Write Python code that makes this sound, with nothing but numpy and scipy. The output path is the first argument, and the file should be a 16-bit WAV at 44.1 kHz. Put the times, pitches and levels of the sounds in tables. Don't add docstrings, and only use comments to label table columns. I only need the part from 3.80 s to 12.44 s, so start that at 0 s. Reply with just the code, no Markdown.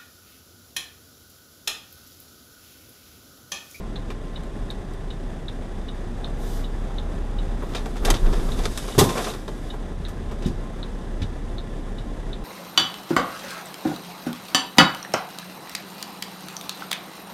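import sys
import numpy as np
from scipy import signal
from scipy.fft import rfft, irfft, next_fast_len
from scipy.io import wavfile
from scipy.ndimage import map_coordinates

SR = 44100
rng = np.random.default_rng(int(sys.argv[2]) if len(sys.argv) > 2 else 0)


def transcribe(signal):
    frames = np.atleast_2d(signal).T
    limited = np.clip(frames, -1, 1)
    pcm = np.round(limited * 32767).astype(np.int16)
    wavfile.write(sys.argv[1], SR, pcm)


N = 381022

# time in seconds, firing rate in Hz, relative boom level in dB.
ENGINE = [(0, 31.93, -27.5), (1.4, 31.1, -28.5), (2.3, 30.48, -25.5), (2.7, 31.05, -21.5),
          (3.0, 32.35, -23), (3.7, 33.34, -20.5), (3.95, 32.74, -23), (5.3, 33.1, -31), (6.6, 31.84, -24.5),
          (8.64, 32.2, -27)]
# time in seconds, level in dB.
WHINE = [(0, -55.5), (1.0, -57.5), (1.5, -64), (5.6, -60), (6.4, -56.5), (8.64, -56.5)]
# time it pulls in, time it lets go, both in seconds.
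FLASHES = [(0.158, 0.558), (0.9023, 1.304), (1.6826, 2.085), (2.4432, 2.841), (3.1833, 3.586),
           (3.9648, 4.367), (4.7192, 5.121), (5.5005, 5.902), (6.2502, 6.652), (7.0292, 7.431),
           (7.7825, 8.184), (8.53, 8.932)]
# start in seconds, clatter gain in dB, panel gain in dB,
# noise T60 in seconds, clatter cutoff in Hz.
RATTLES = [(0.302, -33.5, -27.5, 0.084, 4540), (0.634, -44, -60, 0.02, 14000),
           (0.908, -38.5, -55, 0.02, 14000), (1.136, -47.5, -60, 0.035, 14000),
           (3.821, -40, -27, 0.11, 1100), (3.934, -38, -44, 0.095, 4000), (3.948, -27, -28, 0.19, 5230),
           (4.057, -35.5, -24, 0.077, 6500), (4.156, -40, -31, 0.1, 5000),
           (4.166, -38.5, -36.5, 0.12, 6500), (4.249, -21.5, -22.5, 0.11, 9200),
           (4.275, -28, -22, 0.3, 4000), (4.302, -12.5, -11.5, 0.044, 11000),
           (4.340, -23.5, -29, 0.12, 6000), (4.434, -47, -35, 0.069, 2010), (4.461, -29, -34, 0.087, 3000),
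           (4.526, -35, -29.5, 0.3, 5500), (4.688, -32, -32, 0.047, 3500), (4.789, -31, -25.5, 0.099, 5500),
           (4.836, -32, -31, 0.11, 7000), (4.854, -21.5, -18, 0.049, 7900),
           (4.975, -25.5, -37, 0.092, 11100), (5.040, -33, -30.5, 0.091, 1900),
           (5.079, -34.5, -31, 0.13, 7000), (5.149, -41, -24.5, 0.053, 1200),
           (5.290, -27.5, -24, 0.19, 8550), (5.352, -29, -22.5, 0.15, 1305),
           (5.372, -15.5, -21.5, 0.18, 1520), (5.376, -30, -28, 0.18, 9020),
           (5.442, -27.5, -32, 0.11, 6500), (5.464, -29, -26, 0.22, 1500),
           (5.679, -34.5, -25.5, 0.073, 6140), (5.938, -48, -27, 0.079, 3020),
           (6.284, -43.5, -37, 0.13, 13000), (6.512, -42, -31.5, 0.12, 6000), (6.622, -39, -39, 0.25, 5000)]
# loudest moment in seconds, pitch in Hz, level in dB,
# time to half amplitude in seconds.
TRACTOR_SWELLS = [(3.35, 79.1, -38, 0.27), (6.26, 80.7, -35, 0.2)]
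# start in seconds, length in seconds, sway gain in dB, rumble level in dB.
LURCHES = [(3.811, 0.19, -33, -45), (4.208, 0.12, -14.5, -32), (4.414, 0.094, -13.5, -43),
           (4.554, 0.33, -21, -39.5), (5.181, 0.37, -43, -38)]
# start in seconds, boom gain in dB, trim gain in dB,
# clatter T60 in seconds, boom cutoff in Hz.
KNOCKS = [(5.179, -13.5, -24.5, 0.17, 805), (5.187, -11.5, -15.5, 0.1, 2200),
          (5.201, -14.5, -28.5, 0.3, 1600), (5.239, -23.5, -30, 0.08, 600), (6.659, -13, -40.5, 0.16, 170),
          (7.417, -16, -34.5, 0.1, 101)]

# centre in Hz, width in Hz, lift in dB.
CAB_MODES = [(94, 9.2, 0.5), (193, 10, 1), (233, 33, 1.5), (371, 33, 3), (414, 19, 3), (518, 22, -2),
             (518, 23, 2), (625, 16, -3.5), (645, 20, 1), (836, 52, 2.5), (888, 30, -3.5), (1005, 49, 0.5),
             (1163, 44, 1.5), (1354, 26, 2), (1620, 27, -0.5), (1637, 14, 7.5), (1746, 21, 8),
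             (1920, 11, 4), (1952, 15, 7), (2060, 23, 1), (2200, 50, -1), (3130, 36, -1), (3560, 590, 5),
             (4360, 250, -4), (4750, 140, 2.5), (6220, 150, 2)]
# frequency in Hz, T60 (time to fall 60 dB) in seconds.
CAB_T60 = [(100, 0.36), (1000, 0.12), (10000, 0.11)]

# frequency in Hz, relative level in dB, T60 in seconds.
TICK_MODES = [(1230, -8, .05), (3000, -13, .04), (3400, -12, .04), (3490, -4, .05), (3570, -4, .05),
              (3660, -2, .06), (3790, -1, .06), (3875, -2, .055), (4090, 0, .05), (4200, -5, .04),
              (4310, -3, .05), (6180, -16, .05)]
TOCK_MODES = [(2960, -1, .075), (3060, -12, .04), (3450, -9, .05), (3560, -3, .06), (3660, -3, .06),
              (3795, 0, .08), (3875, -5, .06), (4200, -12, .05), (5050, -14, .04)]
FITTING_MODES = [(560, 3, .09), (853, 1, .09), (1150, 4, .09), (1250, 5, .075), (1560, -3, .08),
                 (2365, 2, .1), (2680, 1, .08), (3130, 0, .086), (3630, 0, .078), (4190, -1, .06),
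                 (4720, -4, .06), (6230, -2, .06), (7700, 5, .045), (8200, 1, .04), (8900, -1, .04),
                 (10150, -4, .04)]
SHELL_MODES = [(100, 1, .19), (135, -1, .16), (176, 2, .19), (211, -3, .2), (245, -5, .18), (285, -6, .18),
               (328, -2, .18), (355, 0, .27), (410, -9, .16), (465, -3, .19), (518, -3, .23),
               (585, -11, .16), (690, -11, .2), (845, -8, .35), (945, -8, .4), (1055, -8, .45),
               (1240, -11, .3)]

# frequency in Hz, relative spectral density in dB.
DIESEL_COLOUR = [(20, -19), (42, -2), (60, -13), (95, -12.5), (240, -15.5), (420, -21.5), (665, -24.5),
                 (1040, -32.5), (1750, -37), (2400, -42.5), (3600, -46), (4400, -47.5), (9500, -52.5),
                 (14000, -67.5)]
INJECTOR_COLOUR = [(1000, -23), (1600, -1.5), (1800, 0), (2000, -0.5), (2300, -16), (3100, -11),
                   (3400, -4.5), (3800, -17), (7000, -37)]
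HOUSING_COLOUR = [(300, -6), (1200, 5), (2400, -2), (3300, 4), (3750, 11), (4350, 1), (4600, -11),
                  (6200, -19), (14000, -42)]
CLATTER_COLOUR = [(600, -2.5), (1500, 2.5), (2400, 1.5), (3700, 3), (5000, 2.5), (8000, 1), (11500, 0),
                  (14500, -4.5)]
PANEL_COLOUR = [(60, -36), (130, -22), (350, 2.5), (600, 0), (1200, -6), (1800, -17), (3000, -26.5),
                (6000, -36.5)]
GROWL_COLOUR = [(300, -30), (720, -19), (810, 7), (870, -3), (1000, -3), (1400, -10.5), (2000, -41.5)]
PUFF_COLOUR = [(1500, -40), (3000, 3), (6000, 3.5), (10000, 0), (14500, -2)]
VENT_COLOUR = [(500, 9.5), (2000, 2.5), (3600, 3.5), (5000, 4), (8000, 1.5), (11500, -1.5), (14500, -15)]
SHELL_COLOUR = [(50, -38), (90, 3.5), (190, 2), (360, 5), (560, -7.5), (1050, -3.5), (1500, -19.5),
                (3000, -49), (8000, -60)]
MOUNT_COLOUR = [(8, -32), (18, -14), (29, -3), (38, 1), (55, -14.5), (150, -17), (500, -31),
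                (1500, -43), (5000, -95)]
RUMBLE_COLOUR = [(40, -27), (150, 2), (450, 4), (800, -9.5), (1200, -4), (2000, -24), (6000, -28)]


def amp(db):
    return 10 ** (np.asarray(db) / 20)


def unit(x):
    return x / np.sqrt(np.mean(x ** 2) + 1e-20)


def along(points, hz):
    f, v = np.transpose(points)
    return np.interp(np.log(hz + 1), np.log(f + 1), v)


def curves(rows):
    s, *columns = np.transpose(rows)
    return [np.interp(np.arange(N) / SR, s, column) for column in columns]


def wobble(rate):
    return map_coordinates(rng.standard_normal(int(N * rate / SR) + 4), [np.arange(N) * rate / SR])


def decay(t, t60):
    return np.exp(-np.log(1000) * t / t60)


def gate(start, length, attack, release):
    t = np.maximum(np.arange(N) / SR - start, 0)
    return (1 - np.exp(-t / attack)) * np.exp(-np.maximum(t - length, 0) / release)


def swell(s, fade):
    return 0.5 ** (((np.arange(N) / SR - s) / fade) ** 2)


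def resonance(hz, centre, width):
    return 1 / (1 + (2 * (hz - centre) / width) ** 2)


def filtered(x, response):
    m = next_fast_len(len(x) + 8192)
    return irfft(rfft(x, m) * response(np.fft.rfftfreq(m, 1 / SR)), m)[:len(x)]


def dulled(x, hz):
    return signal.lfilter(*signal.butter(2, min(hz, SR / 3), fs=SR), x)


def noise(colour, size=N):
    m = next_fast_len(size)
    hz = np.fft.rfftfreq(m, 1 / SR)
    lift_db = sum(db * resonance(hz, centre, width) for centre, width, db in CAB_MODES)
    spectrum = rfft(rng.standard_normal(m)) * amp(along(colour, hz) + lift_db)
    return unit(irfft(spectrum, m)[:size])


def burst(colour, t60, attack, size=4096):
    t = np.arange(size) / SR
    return noise(colour, size) * decay(t, t60) * (1 - np.exp(-t / attack))


def ring(modes, spread_db, detune, scatter=0, size=4096):
    t = np.arange(size) / SR
    chance = rng.standard_normal((len(modes), 2))
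    lags = scatter * rng.random(len(modes))
    x = np.zeros(size)
    for (hz, db, t60), (strength, pitch), lag in zip(modes, chance, lags):
        cycles = hz * (1 + detune * pitch) * t - lag
        x += amp(db + spread_db * strength) * decay(t, t60) * np.sin(2 * np.pi * cycles)
    return x / np.abs(x).max()


def chatter(x, depth_db, rate):
    knots = rng.standard_normal(len(x) // 8)
    grain = amp(depth_db * map_coordinates(knots, [np.arange(len(x)) * rate / SR]))
    return x * unit(grain)


def add(track, s, sound):
    part = track[max(round(s * SR), 0):][:len(sound)]
    part += sound[:len(part)]


def engine():
    firing_hz, boom_db = curves(ENGINE)
    load_db = boom_db + 28
    phase = 2 * np.pi * np.cumsum(firing_hz) / SR
    second = amp(-21 + 1.3 * load_db + 6.1 * wobble(3.2)) * np.sin(2 * phase)
    third = amp(-26.5 + 1.1 * wobble(2.8)) * np.cos(3 * phase)
    boom = np.sqrt(2) * amp(boom_db - 5 + 0.97 * wobble(10)) * (np.sin(phase) + second + third)
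    throb = amp(0.81 * np.sin(phase) + 0.62 * wobble(25))
    return boom + amp(-34 + 0.27 * load_db) * throb * noise(DIESEL_COLOUR)


def injectors():
    firing_hz, _ = curves(ENGINE)
    cycles = np.cumsum(firing_hz) / SR
    strengths = amp(2 * rng.standard_normal(1024))
    since_firing_s = (cycles % 1) / firing_hz
    clacks = strengths[cycles.astype(int)] * decay(since_firing_s, t60=0.19)
    return amp(-62) * unit(clacks) * noise(INJECTOR_COLOUR)


def whine():
    whine_db, = curves(WHINE)
    band = filtered(rng.standard_normal(N), lambda hz: resonance(hz, centre=1048, width=24))
    return amp(whine_db) * unit(band)


def relay(times, modes, db, snap_db, scrape_lead_s, scrape_db, buzz_db):
    snap_hz, snap_peak_s, housing_attack_s = 3790, 0.0014, 0.0013
    out, t = np.zeros(N), np.arange(4096) / SR
    snap = (t / snap_peak_s * np.exp(1 - t / snap_peak_s)) ** 3 * np.sin(2 * np.pi * snap_hz * t)
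    for s in times:
        housing = ring(modes, spread_db=1.5, detune=0.0032, scatter=1)
        housing *= 1 - np.exp(-t / housing_attack_s)
        scrape = amp(scrape_db) * burst(HOUSING_COLOUR, t60=0.043, attack=0.00042)
        buzz = amp(buzz_db) * burst(HOUSING_COLOUR, t60=0.1, attack=0.00081)
        add(out, s - scrape_lead_s, amp(db) * scrape)
        add(out, s, amp(db) * (housing + amp(snap_db) * snap + buzz))
    return out


def flasher():
    on, off = np.transpose(FLASHES)
    ticks = relay(on, TICK_MODES, db=-30.5, snap_db=2, scrape_lead_s=0.0015, scrape_db=-17, buzz_db=-8)
    tocks = relay(off, TOCK_MODES, db=-32, snap_db=-10, scrape_lead_s=0.003, scrape_db=-14, buzz_db=-11)
    return ticks + tocks


def rattles(jolts):
    contact_cycles = 5.5
    out, size = np.zeros(N), 8192
    for s, clatter_db, panel_db, t60, cutoff_hz in jolts:
        contact = burst(CLATTER_COLOUR, t60, attack=contact_cycles / cutoff_hz, size=size)
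        clatter = chatter(contact, depth_db=2, rate=424)
        clink = amp(2.5) * ring(FITTING_MODES, spread_db=4.5, detune=0.0033, size=size)
        add(out, s, amp(clatter_db) * dulled(clatter + clink, cutoff_hz))
        add(out, s, amp(panel_db) * burst(PANEL_COLOUR, t60, attack=0.0027, size=size))
    return out


def tractor():
    exhaust = np.zeros(N)
    for s, hz, db, fade in TRACTOR_SWELLS:
        phase = 2 * np.pi * np.cumsum(hz * (1 + 0.008 * wobble(5))) / SR
        note = np.sin(phase) + amp(-12.5) * np.sin(2 * phase)
        exhaust += np.sqrt(2) * swell(s, fade) * amp(db + wobble(7.2)) * note
    growl = amp(-50) * swell(3.1, fade=0.82) * noise(GROWL_COLOUR)
    return exhaust + growl


def valve(opens, shuts, db, growth_db):
    to_go = np.clip((shuts - np.arange(N) / SR) / (shuts - opens), 0, 1)
    return amp(db - growth_db * to_go) * gate(opens, shuts - opens, attack=0.04, release=0.055)


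def suspension_air():
    opens, shuts, seep_margin_s = 4.25, 5.49, 0.42
    puff = valve(opens=2.575, shuts=2.775, db=-46.5, growth_db=2)
    vent = valve(opens, shuts, db=-36.5, growth_db=12.5)
    seep = valve(opens - seep_margin_s, shuts + seep_margin_s, db=-54, growth_db=0)
    return puff * noise(PUFF_COLOUR) + np.hypot(vent, seep) * amp(wobble(40)) * noise(VENT_COLOUR)


def sway():
    mount_hz, wander_hz = 28.1, 3.37
    heave, rumble = np.zeros((2, N))
    for s, length, sway_db, rumble_db in LURCHES:
        envelope = gate(s, length, attack=0.025, release=0.054)
        heave += amp(sway_db) * envelope
        rumble += amp(rumble_db) * envelope
    swing = np.sin(2 * np.pi * np.cumsum(mount_hz + wander_hz * wobble(6.2)) / SR)
    mounts = amp(-6) * noise(MOUNT_COLOUR)
    return heave * (swing + mounts) + rumble * noise(RUMBLE_COLOUR)


def jiggles():
    per_second, spread_db, t60, cutoff_hz = 14, 8, 0.11, 4500
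    jolts = []
    for s, length, _, rumble_db in LURCHES:
        for k, (when, softness) in enumerate(rng.random((32, 2))):
            delay = 0.025 + (k + when) / per_second
            db = rumble_db - spread_db * (2 * softness - 1)
            if delay < length:
                jolts.append((s + delay, db + 1, db + 2, t60, cutoff_hz))
    return jolts


def knocks():
    trim_cutoff_ratio = 47
    out, size = np.zeros(N), 12288
    for s, boom_db, trim_db, t60, cutoff_hz in KNOCKS:
        shell = amp(8) * ring(SHELL_MODES, spread_db=2, detune=0.0037, size=size)
        thud = amp(2) * burst(SHELL_COLOUR, 1.07 * t60, attack=0.0018, size=size)
        contact = burst(CLATTER_COLOUR, t60, attack=0.0028, size=size)
        clatter = amp(5.5) * chatter(contact, depth_db=1, rate=380)
        buzz = amp(-16.5) * burst(CLATTER_COLOUR, t60=0.32, attack=0.016, size=size)
        add(out, s, amp(boom_db) * dulled(shell + thud, cutoff_hz))
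        add(out, s, amp(trim_db) * dulled(clatter + buzz, trim_cutoff_ratio * cutoff_hz))
    return out


def cab_reverb(x):
    hz, t, spectra = signal.stft(rng.standard_normal(SR // 2), SR, nperseg=256)
    _, tail = signal.istft(spectra * decay(t, along(CAB_T60, hz)[:, None]), SR, nperseg=256)
    response = np.pad(tail, (130, 0)) / np.linalg.norm(tail)
    return signal.fftconvolve(x, response)[:N]


def scene():
    sustained = engine() + injectors() + whine() + sway() + tractor() + suspension_air()
    impacts = flasher() + knocks() + rattles(RATTLES + jiggles())
    return (sustained + impacts + amp(-11) * cab_reverb(impacts))[None]


def record(dry):
    ceiling, top_hz = 0.92, 14850
    rounded = dry[0] / (1 + np.abs(dry[0] / ceiling) ** 6) ** (1 / 6)
    return filtered(rounded, lambda hz: hz < top_hz)[None]


dry = scene()
out = record(dry)
transcribe(out)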